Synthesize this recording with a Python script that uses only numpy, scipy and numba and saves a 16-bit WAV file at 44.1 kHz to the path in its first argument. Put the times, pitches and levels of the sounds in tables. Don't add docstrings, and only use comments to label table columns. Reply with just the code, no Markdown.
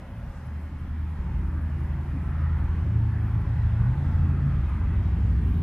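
import sys
import numpy as np
from scipy import signal
from scipy.fft import rfft, irfft, next_fast_len
from scipy.io import wavfile
from scipy.ndimage import uniform_filter1d, map_coordinates
from numba import njit

SR = 44100
rng = np.random.default_rng(int(sys.argv[2]) if len(sys.argv) > 2 else 0)


def transcribe(u):
    v = np.clip(np.atleast_2d(u).T, -1, 1)
    q = np.round(v * 32767).astype(np.int16)
    wavfile.write(sys.argv[1], SR, q)


N = 247842
TIME = np.arange(N) / SR
OPPOSITE = np.array([[1], [-1]])


def engine():
    # time in seconds, level of the firing tone in dB, level of the lope under it in dB.
    engine_levels = [(0, -49, -53.5), (.39, -42, -48), (.53, -32, -54), (.83, -37.5, -46),
                     (1.0, -28.5, -40), (1.2, -33.5, -43), (1.36, -29, -34), (1.6, -28, -36),
                     (1.9, -27.5, -35.5), (2.07, -31.5, -39), (2.35, -28, -34.5), (2.43, -22.5, -41.5),
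                     (2.6, -26.5, -30.5), (3.14, -28, -37.5), (3.43, -33, -32), (3.61, -27, -29.5),
                     (3.94, -29.5, -32), (4.25, -21, -33), (4.41, -28, -31.5), (4.73, -32.5, -29.5),
                     (4.88, -26.5, -32.5), (5.21, -30, -25.5), (5.4, -32, -28), (5.62, -26, -32)]
    # time in seconds, level in dB.
    octave_levels = [(0, -71), (.85, -71), (1.1, -54.5), (1.5, -45.5), (2.2, -38), (3.0, -45), (3.5, -42),
                     (4.0, -38), (4.7, -41.5), (5.3, -35.5), (5.62, -37)]
    # multiple of the cycle rate, relative level at the start in dB,
    # rise in dB per second.
    lope_lines = [(4, -1.5, -2), (5, 0.5, -0.14), (6, -7, 1.07)]
    # multiple of the cycle rate, relative level at the start in dB,
    # rise in dB per second.
    overtone_lines = [(8, -5, 0), (9, -14.5, 3.5), (10, -11, -1.5), (11, -5, 0), (12, -10.5, 1.5),
                      (13, -13, 1.5), (15, -21, 1.5), (16, -9, .3), (18, -18.5, 2), (19, -10, 0),
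                      (21, -15.5, .5), (23, -15.5, -0.5), (24, -18.5, -0.5)]
    firings_per_cycle = 7
    low_hz, high_hz, rev_mid_s, rev_span_s = 76.1, 85, 2.75, .72
    overtone_db = -40.5

    tone_db, lope_db = curves(engine_levels)
    firing_hz = low_hz + (high_hz - low_hz) / (1 + np.exp((rev_mid_s - TIME) / rev_span_s))
    turns = np.cumsum(firing_hz / firings_per_cycle) / SR
    tone = undb(tone_db) * lines(turns, [(firings_per_cycle, 0)], waver_db=0.8, slip=0.3)
    octave = lines(turns, [(2 * firings_per_cycle, 0)], waver_db=1.0, slip=0.25)
    octave = undb(curves(octave_levels)[0]) * octave
    lope_rows = [(k, db + rise * TIME) for k, db, rise in lope_lines]
    lope = undb(lope_db) * lines(turns, lope_rows, waver_db=2.0, slip=0.043)
    over_rows = [(k, db + rise * TIME) for k, db, rise in overtone_lines]
    over = undb(overtone_db) * lines(turns, over_rows, waver_db=4.0, slip=0.76)
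    return tone + lope + octave + undb(distance_db()) * over


def hum(table):
    rough_db, rough_hz = -13, 22
    hz, db, unsteady_db = curves(table)
    fade = np.clip(np.minimum(TIME - table[0][0], table[-1][0] - TIME) / 0.023, 0, 1)
    rough = level(band(rng.standard_normal(N), hz, rough_hz), rough_db)
    tone = lines(np.cumsum(hz) / SR, [(1, 0)], waver_db=0.5, slip=0.22)
    return fade * undb(db + unsteady_db * walk(16)) * (tone + rough)


def lines(turns, table, waver_db, slip):
    total = 0
    for multiple, db in table:
        gain = np.sqrt(2) * undb(db + waver_db * walk(7))
        angle = 2 * np.pi * (round(multiple) * turns + rng.random())
        total = total + gain * np.sin(angle + slip * walk(5))
    return total


def distance_db():
    start_m, closing_m_s, nearest_m = 49.4, 13.2, 31.3
    along = np.maximum(start_m - closing_m_s * TIME, 0)
    return -20 * np.log10(np.hypot(along, nearest_m) / nearest_m)


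def road():
    noise, deep = pair(side_db=-25.0), pair(side_db=-40)
    return rumble_and_roar() + bright_hiss() + throb(deep) + swells(deep, noise) + thuds(deep)


def rumble_and_roar():
    # time in seconds, level of the rumble in dB, of the low roar in dB, of the tyre roar in dB.
    road_levels = [(0, -45.5, -57, -54.5), (.6, -41, -59.5, -53.5), (1.3, -38, -58, -52.5),
                   (2.1, -38.5, -58.5, -49.5), (2.6, -37.5, -58.5, -47.5), (2.95, -34.5, -57.5, -51.5),
                   (3.2, -38.5, -54.5, -49.5), (4.1, -35, -55, -47.5), (4.4, -34, -54.5, -50),
                   (5.0, -37, -59, -51), (5.62, -34, -59.5, -52.5)]
    # frequency in Hz, relative spectral level in dB; likewise for the two roars below.
    rumble_color = [(25, -8), (45, -9), (70, 3), (95, 3.5), (125, 4), (180, 1), (202, -2.5), (225, -3),
                    (260, -6.5), (280, -5), (330, -9.5), (380, -13), (430, -19), (700, -53.5)]
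    # frequency in Hz, relative spectral level in dB.
    low_roar_color = [(260, -31), (350, -5.5), (420, 2), (550, 8.5), (700, 3.5), (850, -7.5), (1100, -29.5)]
    # frequency in Hz, relative spectral level in dB.
    tyre_color = [(500, -19), (700, -3.5), (850, 1.5), (1200, -1.5), (1500, -3.5), (2000, -8.5),
                  (2600, -23.5), (3400, -47)]
    rumble_db, low_db, tyre_db = curves(road_levels)
    rumble = wash(rumble_color, flicker_db=1.5, rate=7, patchy_db=2.5)
    rumble = undb(rumble_db + 1.04 * walk(8)) * rumble
    low_roar = undb(low_db) * wash(low_roar_color, flicker_db=1.3, rate=7, patchy_db=3.0)
    tyre_roar = undb(tyre_db) * wash(tyre_color, flicker_db=1.1, rate=7, patchy_db=2.0)
    return rumble + low_roar + tyre_roar


def bright_hiss():
    # frequency in Hz, relative spectral level in dB.
    bright_color = [(1000, -27), (1600, -4), (2000, -7), (2500, -8), (3200, -14.5), (4000, -21),
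                    (5000, -26), (7000, -35)]
    nearest_db, distance_share = -57, 0.65
    hiss_db = nearest_db + distance_share * distance_db() + 0.53 * walk(5)
    return undb(hiss_db) * wash(bright_color, flicker_db=1.4, rate=7.5, patchy_db=3.0)


def throb(deep):
    nearest_db, center_hz, width_hz = -41.5, 43, 39.0
    return undb(distance_db()) * level(band(deep, center_hz + 0 * TIME, width_hz), nearest_db)


def swells(deep, noise):
    # start in seconds, level in dB before window and flicker, start pitch in Hz, end pitch in Hz,
    # length in seconds.
    swell_rows = [(0.02, -40, 120, 117.4, 0.27), (0.494, -51, 290, 253, 0.41),
                  (1.298, -43, 185, 175.5, 0.5), (2.117, -40.5, 277, 252, 0.11),
                  (0.795, -46, 246, 204, 0.23), (1.5, -54.5, 331, 359, .9), (2.4, -53, 350, 340, 0.54),
                  (2.951, -49.5, 316, 337, 0.39), (3.363, -45, 167, 175, .15),
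                  (4.3, -47, 289.6, 271.2, 0.24), (5.105, -55.5, 438, 440, 0.6),
                  (1.453, -59, 1650, 1650, 0.32), (3.023, -54.5, 905, 890, 0.087),
                  (3.78, -52.5, 1150, 1090, 0.12), (4.952, -57, 770, 745, 0.26),
                  (4.944, -39, 173, 173, 0.56), (5.102, -48.5, 219, 222, 0.4), (.1, -60, 834, 896, 0.8),
                  (3.254, -60.5, 1850, 1750, 0.62), (4.298, -61, 2110, 1900, 0.92),
                  (0.804, -59, 1390, 1400, 0.17), (1.05, -56, 920, 956, 0.64),
                  (1.456, -54.5, 1170, 1270, 0.23), (2.092, -53.5, 1280, 1325, 0.7),
                  (2.2, -56.5, 1740, 1870, 0.4), (2.302, -55, 1000, 855, 0.57),
                  (2.993, -55, 1690, 1770, 0.33), (2.999, -58, 1137, 960.5, 0.68),
                  (3.499, -56.5, 1320, 1470, 0.52), (4.0, -51.5, 1365, 1170, 0.93),
                  (4.596, -51.5, 1010, 997, 0.32)]
    bass_top_hz = 300
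    width_share = 0.17
    total = 0
    for start, db, hz0, hz1, length in swell_rows:
        source = deep if hz0 < bass_top_hz else noise
        total = total + burst(source, start, db, hz0, hz1, width_share * hz0, length)
    return undb(1.9 * walk(13)) * total


def thuds(deep):
    # start in seconds, level in dB before the window, start pitch in Hz, end pitch in Hz,
    # length in seconds.
    thud_rows = [(0.096, -44.5, 36, 44, 0.36), (.72, -40, 30, 30, 0.27), (1.1, -33, 49, 47.6, 0.3),
                 (2.452, -36.5, 45.7, 36, 0.47), (3.6, -38, 44.5, 45.4, 0.13), (3.78, -34, 44.5, 44, 0.18),
                 (4.001, -32, 43.7, 46.3, 0.347), (4.495, -35.5, 43.84, 44.07, 0.15),
                 (4.755, -31.5, 44, 47.2, 0.25), (5.412, -35.5, 45, 45, 0.23)]
    width_hz = 22
    return sum(burst(deep, s, db, hz0, hz1, width_hz, length) for s, db, hz0, hz1, length in thud_rows)


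def sizzle():
    # nominal time in seconds, nominal peak level in dB, frequency in Hz.
    spurt_rows = [(0.4589, -59, 10500), (0.7886, -65, 11100), (1.1034, -66, 10900), (1.6112, -61, 10700),
                  (2.2927, -60, 10400), (2.6303, -65, 10600), (3.3941, -66, 11000), (4.222, -65, 10500),
                  (4.678, -63, 11000)]
    center_hz, width_hz, steady_db = 10950, 900, -82
    spurt_s, lead_s = .04, .008
    crest_db = 13
    hz, noise = center_hz + 60 * walk(27), pair(side_db=-5.0)
    steady = level(band(noise, hz, width_hz), steady_db) * undb(3.2 * walk(25))
    spurts = sum(burst(noise, s - lead_s, db - crest_db, spurt_hz, spurt_hz, 900, spurt_s)
                 for s, db, spurt_hz in spurt_rows)
    return steady + spurts


def squeaks():
    # start in seconds, level in dB before the window, start pitch in Hz, end pitch in Hz,
    # length in seconds.
    squeak_rows = [(.42, -80, 13000, 12500, .06), (.48, -83, 12200, 12000, .06),
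                   (.64, -78, 13300, 13400, .07), (.77, -82, 12700, 13200, .07),
                   (.83, -77, 13600, 14600, .08), (2.888, -77, 13100, 13050, 0.074),
                   (2.977, -77, 13750, 13700, .07), (3.16, -81, 13200, 13100, .14),
                   (3.15, -77, 14680, 14300, 0.26), (3.29, -83, 12600, 12370, .12),
                   (3.38, -75, 14350, 14300, .05), (5.428, -69, 12500, 12800, 0.11),
                   (5.48, -71, 12950, 12900, .1), (5.544, -69.5, 12650, 12700, .08),
                   (5.42, -78, 10000, 9900, 0.11)]
    width_hz = 240
    noise = pair(side_db=4)
    return sum(burst(noise, s, db, hz0, hz1, width_hz, length) for s, db, hz0, hz1, length in squeak_rows)


def taps():
    # start in seconds, envelope level at the start in dB, frequency in Hz,
    # time to decay by 60 dB in seconds.
    tap_rows = [(5.398, -40.5, 332, .04), (5.449, -39, 800, .008), (5.470, -45, 750, .012),
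                (5.593, -36, 2200, 0.0035)]
    out = np.zeros(N)
    for s, db, hz, t60 in tap_rows:
        age = np.maximum(TIME - s, 0)
        out += undb(db - 60 * age / t60) * np.sin(2 * np.pi * hz * age)
    return out * np.array([[1], [-.6]])


def background_air():
    # frequency in Hz, relative spectral level in dB.
    air_color = [(2000, -9.5), (3500, -9), (5000, -3.5), (6300, -6.5), (8000, -8.5), (10000, -7),
                 (12500, -9.5), (15000, -12), (16500, -17)]
    air_db = -71.5 + .9 * walk(9) + .7 * walk(3.3)
    return undb(air_db) * wash(air_color, flicker_db=1.6, rate=8, patchy_db=2.5)


def wash(points, flicker_db, rate, patchy_db):
    # frequency in Hz, level difference in dB.
    side_width = [(60, -44), (140, -44), (210, -38), (320, -27), (490, -17), (740, -14.5), (1130, -12.5),
                  (1710, -11), (2600, -6), (4500, -1.2), (9000, -.5), (15000, -1.5)]
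    lead_share = .5
    patch_hz, patch_s = 69.67, .12
    size = next_fast_len(N)
    hz = np.maximum(np.fft.rfftfreq(size, 1 / SR), 1)
    inside = (hz > points[0][0] / 1.3) & (hz < points[-1][0] * 1.3)
    own, other = inside * rfft(rng.standard_normal((2, size)))
    lead = lead_share * np.clip(1 - hz / 9000, 0, 1)
    color_db = on_log(points, hz)
    mid = own * undb(color_db)
    side = 1j * lead * own + np.sqrt(1 - lead ** 2) * other
    side = side * undb(color_db + on_log(side_width, hz))
    ports = irfft(np.array([mid + side, mid - side]), size)
    hz, s, cells = signal.stft(ports, SR, nperseg=2048)
    flicker = flicker_db * field(2 * np.log2(hz + 20), rate * s)
    patches = patchy_db * field(hz / patch_hz, s / patch_s)
    sound = signal.istft(cells * undb(flicker + patches), SR, nperseg=2048)[1]
    return level(sound[:, :N], 0)


def burst(noise, start, db, hz0, hz1, width, length):
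    out, first = np.zeros(noise.shape), int(start * SR)
    part = noise[:, first:first + int(length * SR)]
    place = np.linspace(0, 1, part.shape[1])
    hz = hz0 + (hz1 - hz0) * place
    sliding = level(band(part, hz, width), db)
    out[:, first:first + len(place)] = sliding * np.sin(np.pi * place)
    return out


def pair(side_db):
    mid, side = rng.standard_normal((2, N))
    return mid + undb(side_db) * side * OPPOSITE


def band(x, hz, width):
    rows = [svf(svf(row, hz, width), hz, width) for row in np.atleast_2d(x)]
    return np.array(rows).reshape(x.shape)


@njit
def svf(x, hz, width):
    y, band_state, low_state = np.empty(len(x)), 0., 0.
    for i in range(len(x)):
        g, damping = np.tan(np.pi * hz[i] / SR), width / hz[i]
        v = (band_state + g * (x[i] - low_state)) / (1 + g * (g + damping))
        band_state = 2 * v - band_state
        low_state = low_state + 2 * g * v
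        y[i] = damping * v
    return y


def walk(rate):
    k = int(SR / rate)
    held = np.repeat(rng.standard_normal(N // k + 1), k)
    return uniform_filter1d(uniform_filter1d(held, k), k)[:N]


def field(rows, columns):
    grid = rng.standard_normal((int(rows.max()) + 2, int(columns.max()) + 2))
    places = np.meshgrid(rows - rows.min(), columns, indexing="ij")
    return map_coordinates(grid, places, order=1)


def curves(table):
    s, *columns = np.transpose(table)
    return [uniform_filter1d(np.interp(TIME, s, c), size=800) for c in columns]


def on_log(points, hz):
    p = np.array(points, float)
    return np.interp(np.log(hz), np.log(p[:, 0]), p[:, 1])


def undb(db):
    return 10 ** (np.asarray(db) / 20)


def level(x, db):
    return x * undb(db) / np.sqrt(np.mean(x ** 2))


def scene():
    # time in seconds, pitch in Hz, level in dB, unsteadiness in dB.
    second_motor = [(1.7, 132.6, -43, 2), (2.2, 135.5, -39, 7), (2.45, 133.8, -33.5, -2.5),
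                    (2.56, 126.6, -35.5, 1), (2.68, 122.2, -34.5, 2.5), (2.78, 116, -52, 1),
                    (2.84, 111.2, -28.5, -0.5), (3.03, 111.5, -26, 4.5), (3.2, 110.6, -28.5, -1),
                    (3.33, 110.8, -28.5, 5), (3.45, 112.4, -33, 2), (3.56, 116.3, -27.5, 4),
                    (3.67, 109.3, -27.5, -0.5), (3.8, 113.5, -22, -1.5), (3.87, 121.5, -21.5, 5.5),
                    (3.93, 128.9, -29, 8), (3.98, 140.8, -32, 1), (4.04, 137.1, -29.5, -1),
                    (4.12, 139.6, -28.5, 8), (4.26, 137, -28.5, 0.5), (4.4, 137.4, -29, 3.5),
                    (4.47, 137.8, -22, 1.5), (4.54, 135.8, -32.5, 3), (4.66, 135, -41, 2)]
    # time in seconds, pitch in Hz, level in dB, unsteadiness in dB.
    late_drone = [(4.9, 102.9, -33.5, 4), (5.2, 101.2, -33.5, 5.5), (5.62, 101.6, -43, 9)]
    motors = engine() + hum(second_motor) + hum(late_drone)
    side_db, delay_samples = -48, 150
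    motors = motors + undb(side_db) * np.roll(motors, delay_samples) * OPPOSITE
    return motors + road() + background_air() + sizzle() + squeaks() + taps()


def record(dry):
    top_hz = 15700
    return signal.sosfilt(signal.ellip(10, .2, 60, top_hz, fs=SR, output="sos"), dry)


dry = scene()
out = record(dry)
transcribe(out)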